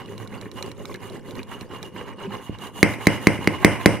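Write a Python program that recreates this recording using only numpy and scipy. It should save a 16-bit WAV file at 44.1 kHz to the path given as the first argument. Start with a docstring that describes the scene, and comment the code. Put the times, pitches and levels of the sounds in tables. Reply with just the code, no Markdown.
"""A small room, the microphone close to a glass press of milk on a wooden table.
A mesh plunger is pumped: each stroke scrapes the glass, sloshes the milk and makes the foam fizz.
The wire rim catches with small ticks; pockets of air and foam gulp and squelch through the mesh.
Then the strokes go deep and the plunger knocks on the bottom six times, thumping the table and
overloading the recorder."""
import sys
import numpy as np
from scipy import signal
from scipy.fft import rfft, irfft
from scipy.io import wavfile
from scipy.ndimage import uniform_filter1d

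SR = 44100
rng = np.random.default_rng(int(sys.argv[2]) if len(sys.argv) > 2 else 0)


def master(y):
    """Save y as 16-bit WAV."""
    cut = np.clip(np.atleast_2d(y).T, -1, 1)
    pcm = np.round(cut * 32767)  # scale
    wavfile.write(sys.argv[1], SR, pcm.astype(np.int16))


N = 176400

# Strokes, down and up in turn. Each row: middle in seconds, then scrape, slosh and fizz levels in dB.
STROKES = [(0.005, -40.5, -40, -63), (0.115, -45.5, -40.5, -54), (0.222, -44.5, -40, -53.5),
           (0.346, -42.5, -38, -55.5), (0.443, -44.5, -41, -55.5), (0.582, -40, -39, -51),
           (0.668, -43.5, -38, -53.5), (0.812, -47.5, -40, -55), (0.912, -50, -37.5, -52.5),
           (1.053, -38, -40, -50), (1.149, -43, -38.5, -54.5), (1.288, -47.5, -41.5, -53),
           (1.38, -47.5, -38, -54.5), (1.526, -36, -41.5, -52), (1.618, -45.5, -40.5, -56),
           (1.748, -38.5, -39.5, -54.5), (1.848, -45, -42, -54), (1.989, -36.5, -38.5, -55.5),
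           (2.087, -40, -40.5, -60.5), (2.227, -34.5, -39.5, -60), (2.349, -36, -36.5, -51),
           (2.448, -42.5, -54, -51), (2.531, -42, -52, -80), (2.646, -34.5, -42, -46),
           (2.794, -38, -41, -42), (2.912, -34, -48, -43), (3.033, -34, -42.5, -44.5),
           (3.14, -30.5, -46, -43), (3.244, -35.5, -38, -44.5), (3.342, -37, -52, -46),
           (3.438, -33.5, -37, -47.5), (3.531, -34, -35.5, -48), (3.627, -32.5, -38, -48.5),
           (3.736, -30, -46, -50), (3.831, -34, -39.5, -47), (3.932, -30.5, -38, -49)]
# The plunger hits bottom. Each row: start in seconds, force in dB, clack and crack in dB on top of it.
KNOCKS = [(2.8291, 1, -3, -3), (3.0698, 0, -3, -4), (3.27, 1, -4.5, -4.5), (3.4741, -5, -6, -7),
          (3.6467, 3.5, -8, -1), (3.859, 3.5, -6.5, -2)]
# Soft bumps on the table and snags of the mesh. Each row: start in seconds, relative level in dB.
TABLE_BUMPS = [(2.495, -2), (3.39, -5)]
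MESH_TICKS = [(0.06, -9.5), (0.1795, -1.5), (0.275, -3), (0.413, 1), (0.5152, -2), (0.6259, 9.5),
              (0.7159, 0.5), (0.855, 3), (0.9425, 2), (0.959, -5), (1.0986, -4.5), (1.309, -2),
              (1.3536, -4.5), (1.431, -1.5), (1.6106, 2), (1.8288, 6), (2.587, -5.5), (2.6705, -5),
              (2.937, -0.5), (3.057, 2), (3.444, 0)]
# Pockets passing through the mesh. Each row: start in seconds, pitch in Hz, level in dB.
AIR_POCKETS = [(.09, 408, -26), (.638, 383, -23), (1.13, 348, -24.5), (2.003, 490.5, -23.5),
               (2.247, 391, -17), (2.272, 205, -16.5)]
FOAM_POCKETS = [(0.456, 1950, -39), (.697, 2170, -35.5), (0.9408, 2130, -31), (1.392, 2180, -34),
                (1.513, 1100, -34)]
# Struck modes. Each row: frequency in Hz, relative level in dB, seconds to fall by 60 dB.
TABLE_MODES = [(113.2, -21.5, 0.49), (197, -5.5, 0.019), (216.3, -17.5, 0.15), (335, 7, 0.015),
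               (309, -25.5, 0.32), (452, -17.5, 0.12), (549.3, -21.5, 0.18)]
PLUNGER_MODES = [(1053, -12.5, 0.03), (2113, 7.5, 0.01), (3970, -7.5, 0.012), (4710, -9, 0.012)]
MESH_MODES = [(1100, -11, 0.0095), (2330, -13, 0.019), (3980, -4, 0.0093), (5530, -12, 0.005)]
# Resonances of the scraped glass and of the press on the table, stirred by the milk.
# Each row: centre in Hz, width in Hz, relative level in dB.
GLASS_BANDS = [(2865, 59, 6), (1051, 139, 4.5)]
PRESS_BANDS = [(107.7, 6.6, 2.5), (207.4, 3.3, -6), (368, 26.4, -2)]
# Tone of each noise and of the room's tail. Each row: frequency in Hz, relative level in dB.
SCRAPE_SPECTRUM = [(300, -15), (1050, 12), (1330, -3.5), (1550, 1), (2200, 0.5), (3400, -19.5), (4100, -10),
                   (5000, -47), (9000, -23.5)]
FIZZ_SPECTRUM = [(1500, -18), (3500, 9), (5300, -8.5), (6600, 9), (7800, -0.5), (9800, 7), (15500, 1.5)]
SLOSH_SPECTRUM = [(25, -4), (60, -32), (108, 3.5), (400, 2), (560, -1), (750, -61)]
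CRACK_SPECTRUM = [(500, 13.5), (5000, 0), (8000, -1.5), (10500, 1.5), (13000, -4)]
ROOM_SPECTRUM = [(50, 14), (105, 5.5), (400, -5.5), (620, 1.5), (1050, -1.5), (1450, -3), (2200, -4.5),
                 (3000, -1), (4100, -19), (5400, -4.5), (7500, -6), (9500, 1.5), (15000, -19)]
AIR_SPECTRUM = [(25, -18), (110, 26), (3000, -31), (15000, -35)]
# Stereo width at the microphone. Each row: frequency in Hz, side against mid in dB.
STEREO_WIDTH = [(90, 8.5), (220, -9), (520, -9), (1200, -12), (2600, -13), (4400, -0.5), (8000, 1)]
# Reflections off the near walls. Each row: delay in seconds, left gain, right gain.
WALL_ECHOES = [(.0045, 0.26, -0.13), (0.018, 0.13, -0.2), (.030, .04, -0.024)]

STROKE_S, STROKE_EDGE = 0.062, 2.1
DIVE_START_S, DIVE_LENGTH_S, DEEP_GLASS_DB = 2.6, 0.98, 0.5
SCRAPE_DB, GLASS_DB, FIZZ_DB, TICK_DB = -3, -4.5, 0.5, -29
BOOM_DB, GURGLE_DB, SPATTER_DB, POP_DB = -0.5, -5.5, -10, -20.5
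BUBBLE_REF_HZ, BUBBLE_CYCLES, BUBBLE_RISE = 623, 26, 0.21  # life and pitch rise of a bubble this size
CRACK_DB, RATTLE_DB = 9.5, -4
THUMP_LAG_S, HARD_CONTACT_S, SOFT_CONTACT_S = 0.001158, 0.00066, 0.0092
SCRAPE_PAN_DB, MILK_PAN_DB, TICK_PAN_DB, KNOCK_PAN_DB = -4.5, -2.5, -10, -3
BASS_T60_S, TREBLE_T60_S, ROOM_ONSET_S = 0.44, 0.45, 0.006
ROOM_DB, PUMPING_SEND_DB, AIR_DB = 7.5, -2, -47


def mesh():
    """Close up, the rim scrapes and rings the glass while foam fizzes through the mesh."""
    scrape, _, fizz = stroke_gains()
    rub = undb(SCRAPE_DB) * unit(colour(crackle(per_s=3500, spread_db=2.0), SCRAPE_SPECTRUM))
    friction = crackle(per_s=2900, spread_db=2.2) * grip()
    glass = undb(GLASS_DB + DEEP_GLASS_DB * depth()) * resonate(friction, GLASS_BANDS)
    foam = undb(FIZZ_DB) * unit(colour(crackle(per_s=3800, spread_db=2.0), FIZZ_SPECTRUM))
    return pan(scrape * (rub * grip() + glass), SCRAPE_PAN_DB) + fizz * foam


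def stroke_gains(stretch=1, lag_s=0):
    """Scrape, slosh and fizz gains: each stroke swells and dies with the plunger's speed."""
    t, power = np.arange(N) / SR - lag_s, np.zeros((3, N))
    length = STROKE_S * stretch
    for middle, *levels_db in STROKES:
        near = abs(t - middle) < 2 * length
        swell = np.exp(-abs(2 * (t[near] - middle) / length) ** STROKE_EDGE)
        power[:, near] += undb(levels_db)[:, None] ** 2 * swell
    return np.sqrt(power)


def grip(per_s=45, flutter_db=4):
    """The rim grips and lets go, so the level flutters."""
    hold = int(SR / per_s)
    steps = np.repeat(rng.standard_normal(N // hold + 1), hold)
    return undb(flutter_db * uniform_filter1d(steps, hold)[:N])


def depth():
    """0 while the mesh works at the surface, 1 when it is deep in the milk."""
    return np.clip((np.arange(N) / SR - DIVE_START_S) / DIVE_LENGTH_S, 0, 1)


def milk():
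    """Churning milk booms in the press and traps bubbles; at the surface small ones spatter and pop."""
    _, slosh, _ = stroke_gains(stretch=1.33, lag_s=0.0016)
    churn = unit(colour(crackle(per_s=830, spread_db=3.0), SLOSH_SPECTRUM))
    boom = undb(BOOM_DB) * resonate(crackle(per_s=720, spread_db=3.0), PRESS_BANDS)
    gurgle = undb(GURGLE_DB) * bubbles(per_s=130, low_hz=182, high_hz=623)
    spatter = undb(SPATTER_DB) * bubbles(per_s=190, low_hz=795, high_hz=2740)
    pops = undb(POP_DB) * bubbles(per_s=420, low_hz=2970, high_hz=12650)
    froth = (1 - depth()) * (spatter + pops)
    return pan(slosh * (churn + boom + gurgle + froth), MILK_PAN_DB)


def bubbles(per_s, low_hz, high_hz, samples=N):
    """Bubbles of random size ring: large ones rise more in pitch, small ones last more cycles."""
    out = np.zeros((2, samples))
    for when, size, strength, side in rng.random((int(per_s * samples / SR), 4)):
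        hz = high_hz * (low_hz / high_hz) ** size
        life = BUBBLE_CYCLES / np.sqrt(hz * BUBBLE_REF_HZ)
        rise = BUBBLE_RISE * min(BUBBLE_REF_HZ / hz, 1)
        t = np.arange(int(life * SR)) / SR
        tone = np.sin(2 * np.pi * hz * t * (1 + rise * t / life / 2)) * fade(t, life)
        gain = undb(44.3 * strength + 2 * size)
        add(out, when * samples / SR, pan(gain * tone, 10 * (side - .5)))
    return unit(out)


def knocks():
    """The plunger clacks and cracks on the bottom, then the press thumps the table; twice it just bumps."""
    out, t = np.zeros((2, N)), np.arange(SR // 2) / SR
    crack = colour(signal.unit_impulse(128, 16), CRACK_SPECTRUM)
    for start, force_db, clack_db, crack_db in KNOCKS:
        clack = ring(PLUNGER_MODES, t, detune=0.006, scatter_db=1.5)
        thump = soften(ring(TABLE_MODES, t, detune=0.0052), HARD_CONTACT_S)
        add(out, start, -undb(force_db + clack_db) * clack)
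        add(out, start, undb(force_db + CRACK_DB + crack_db) * crack)
        add(out, start + THUMP_LAG_S, undb(force_db) * thump)
    for start, db in TABLE_BUMPS:
        add(out, start, undb(db) * soften(ring(TABLE_MODES, t), SOFT_CONTACT_S))
    low_cut = signal.butter(2, 133, "high", fs=SR, output="sos")
    return pan(signal.sosfilt(low_cut, out), KNOCK_PAN_DB)


def rattle():
    """The mesh buzzes for a few milliseconds at each knock."""
    out, t = np.zeros((2, N)), np.arange(SR // 20) / SR
    for start, force_db, _, crack_db in KNOCKS:
        grit = unit(colour(stereo_noise(len(t)), CRACK_SPECTRUM))
        add(out, start, undb(force_db + RATTLE_DB + crack_db) * grit * fade(t, t60=0.019))
    return out


def glugs(sag_per_s=0.9, attack_s=0.0079):
    """Large air pockets gulp through the mesh, ringing briefly with a sagging pitch."""
    out, t = np.zeros((2, N)), np.arange(SR // 10) / SR
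    envelope = (1 - np.exp(-t / attack_s)) * fade(t, t60=0.1)
    for start, hz, db in AIR_POCKETS:
        tone = np.sin(2 * np.pi * hz * t * (1 - sag_per_s * t / 2))
        add(out, start, pan(undb(db) * tone * envelope, MILK_PAN_DB))
    return out


def squelches(pitch_span=1.35):
    """A squeezed pocket of foam collapses into a short swarm of bubbles of like size."""
    out, t = np.zeros((2, N)), np.arange(SR // 10) / SR
    for start, hz, db in FOAM_POCKETS:
        swarm = bubbles(per_s=1100, low_hz=hz / pitch_span, high_hz=hz * pitch_span, samples=len(t))
        add(out, start, undb(db) * swarm * fade(t, t60=0.066))
    return out


def ticks():
    """The wire rim snags on the glass and springs free, ringing to the right of the microphone."""
    out, t = np.zeros((2, N)), np.arange(SR // 20) / SR
    for start, db in MESH_TICKS:
        snap = soften(stereo_noise(len(t)) * fade(t, t60=0.026), seconds=.00007)
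        wire = pan(ring(MESH_MODES, t, detune=0.024, scatter_db=1), TICK_PAN_DB)
        add(out, start, undb(TICK_DB + db) * (wire + undb(-4) * snap))
    return out


def room(x):
    """The near walls send a few dulled echoes back to the microphone, then a diffuse tail."""
    t = np.arange(SR * 3 // 4) / SR
    noise = undb(ROOM_DB) * colour(stereo_noise(len(t)), ROOM_SPECTRUM) / np.sqrt(len(t))
    bass = signal.sosfiltfilt(signal.butter(2, 900, fs=SR, output="sos"), noise)
    tail = bass * fade(t, BASS_T60_S) + (noise - bass) * fade(t, TREBLE_T60_S)
    tail *= 1 - np.exp(-(t / ROOM_ONSET_S) ** 2)
    out = signal.fftconvolve(x.mean(0)[None], tail, axes=1)[:, :N]
    for delay, left, right in WALL_ECHOES:
        add(out, delay, soften(x, seconds=0.00044) * np.array([[left], [right]]))
    return out


def room_tone():
    """Faint, low air noise behind everything."""
    return undb(AIR_DB) * unit(colour(stereo_noise(N), AIR_SPECTRUM))


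def crackle(per_s, spread_db):
    """Dense tiny clicks of uneven size, in stereo."""
    size = undb(spread_db * np.minimum(rng.exponential(size=(2, N)), 4))
    clicks = size * rng.standard_normal((2, N)) * (rng.random((2, N)) < per_s / SR)
    return spread(*clicks)


def ring(modes, t, detune=0., scatter_db=0.):
    """Struck modes die away; detune and scatter make each blow a little different."""
    out = np.zeros(len(t))
    for hz, db, t60 in modes:
        gain = undb(db + scatter_db * rng.standard_normal())
        pitch = hz * (1 + detune * rng.standard_normal())
        out += gain * fade(t, t60) * np.sin(2 * np.pi * pitch * t)
    return out


def resonate(x, bands):
    """Drive a set of resonances; the sum has rms 1."""
    return unit(sum(undb(db) * unit(signal.lfilter(*signal.iirpeak(hz, hz / width, SR), x))
                    for hz, width, db in bands))


def soften(x, seconds):
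    """Smear a sound in time and dull it, as a longer contact does to a blow."""
    pole = np.exp(-2 / (seconds * SR))
    return signal.lfilter([1 - pole], [1, -pole], x)


def colour(x, points):
    """Filter by a spectrum of (Hz, dB) points."""
    hz, db = np.array(points, float).T
    bins_hz = np.fft.rfftfreq(x.shape[-1], 1 / SR)
    gain = undb(np.interp(np.log(bins_hz + 1), np.log(hz), db))
    return irfft(rfft(x) * gain, x.shape[-1])


def spread(mid, side):
    """Two unrelated sounds become a stereo pair, wide in bass and treble, narrow between."""
    mid_share = [(hz, -10 * np.log10(1 + undb(db) ** 2)) for hz, db in STEREO_WIDTH]
    side_share = [(hz, db - 10 * np.log10(1 + undb(db) ** 2)) for hz, db in STEREO_WIDTH]
    return colour(mid, mid_share) + colour(side, side_share) * np.array([[1], [-1]])


def stereo_noise(samples):
    """White noise spread across the stereo pair."""
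    return spread(*rng.standard_normal((2, samples)))


def pan(x, db):
    """Lean a sound to the left by db; negative leans right."""
    return x * undb(np.array([[db], [-db]]) / 2)


def fade(t, t60):
    """Exponential decay, 60 dB down after t60 seconds."""
    return np.exp(-np.log(1000) * t / t60)


def add(out, start, sound):
    """Mix a sound in at start seconds."""
    i = max(int(start * SR), 0)
    part = out[..., i:i + sound.shape[-1]]
    part += sound[..., :part.shape[-1]]


def undb(db):
    """Decibels to gain."""
    return 10 ** (np.asarray(db) / 20)


def unit(x):
    """Scale to rms 1."""
    return x / np.sqrt(np.mean(x ** 2))


def scene():
    """At the microphone: pumping and knocks up close, the small room behind them."""
    pumping = mesh() + milk() + glugs() + squelches() + ticks()
    blows = knocks()
    air = room_tone()
    return pumping + blows + rattle() + room(blows + undb(PUMPING_SEND_DB) * pumping) + air


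def record(dry):
    """The knocks clip the recorder's input; the treble is rounded off, then cut steeply."""
    clipped = np.clip(0.94 * dry, -1, 1)
    rounded = signal.sosfilt(signal.butter(2, 13500, fs=SR, output="sos"), clipped)
    return signal.sosfilt(signal.ellip(8, .2, 70, 15600, fs=SR, output="sos"), rounded)


dry = scene()
out = record(dry)
master(out)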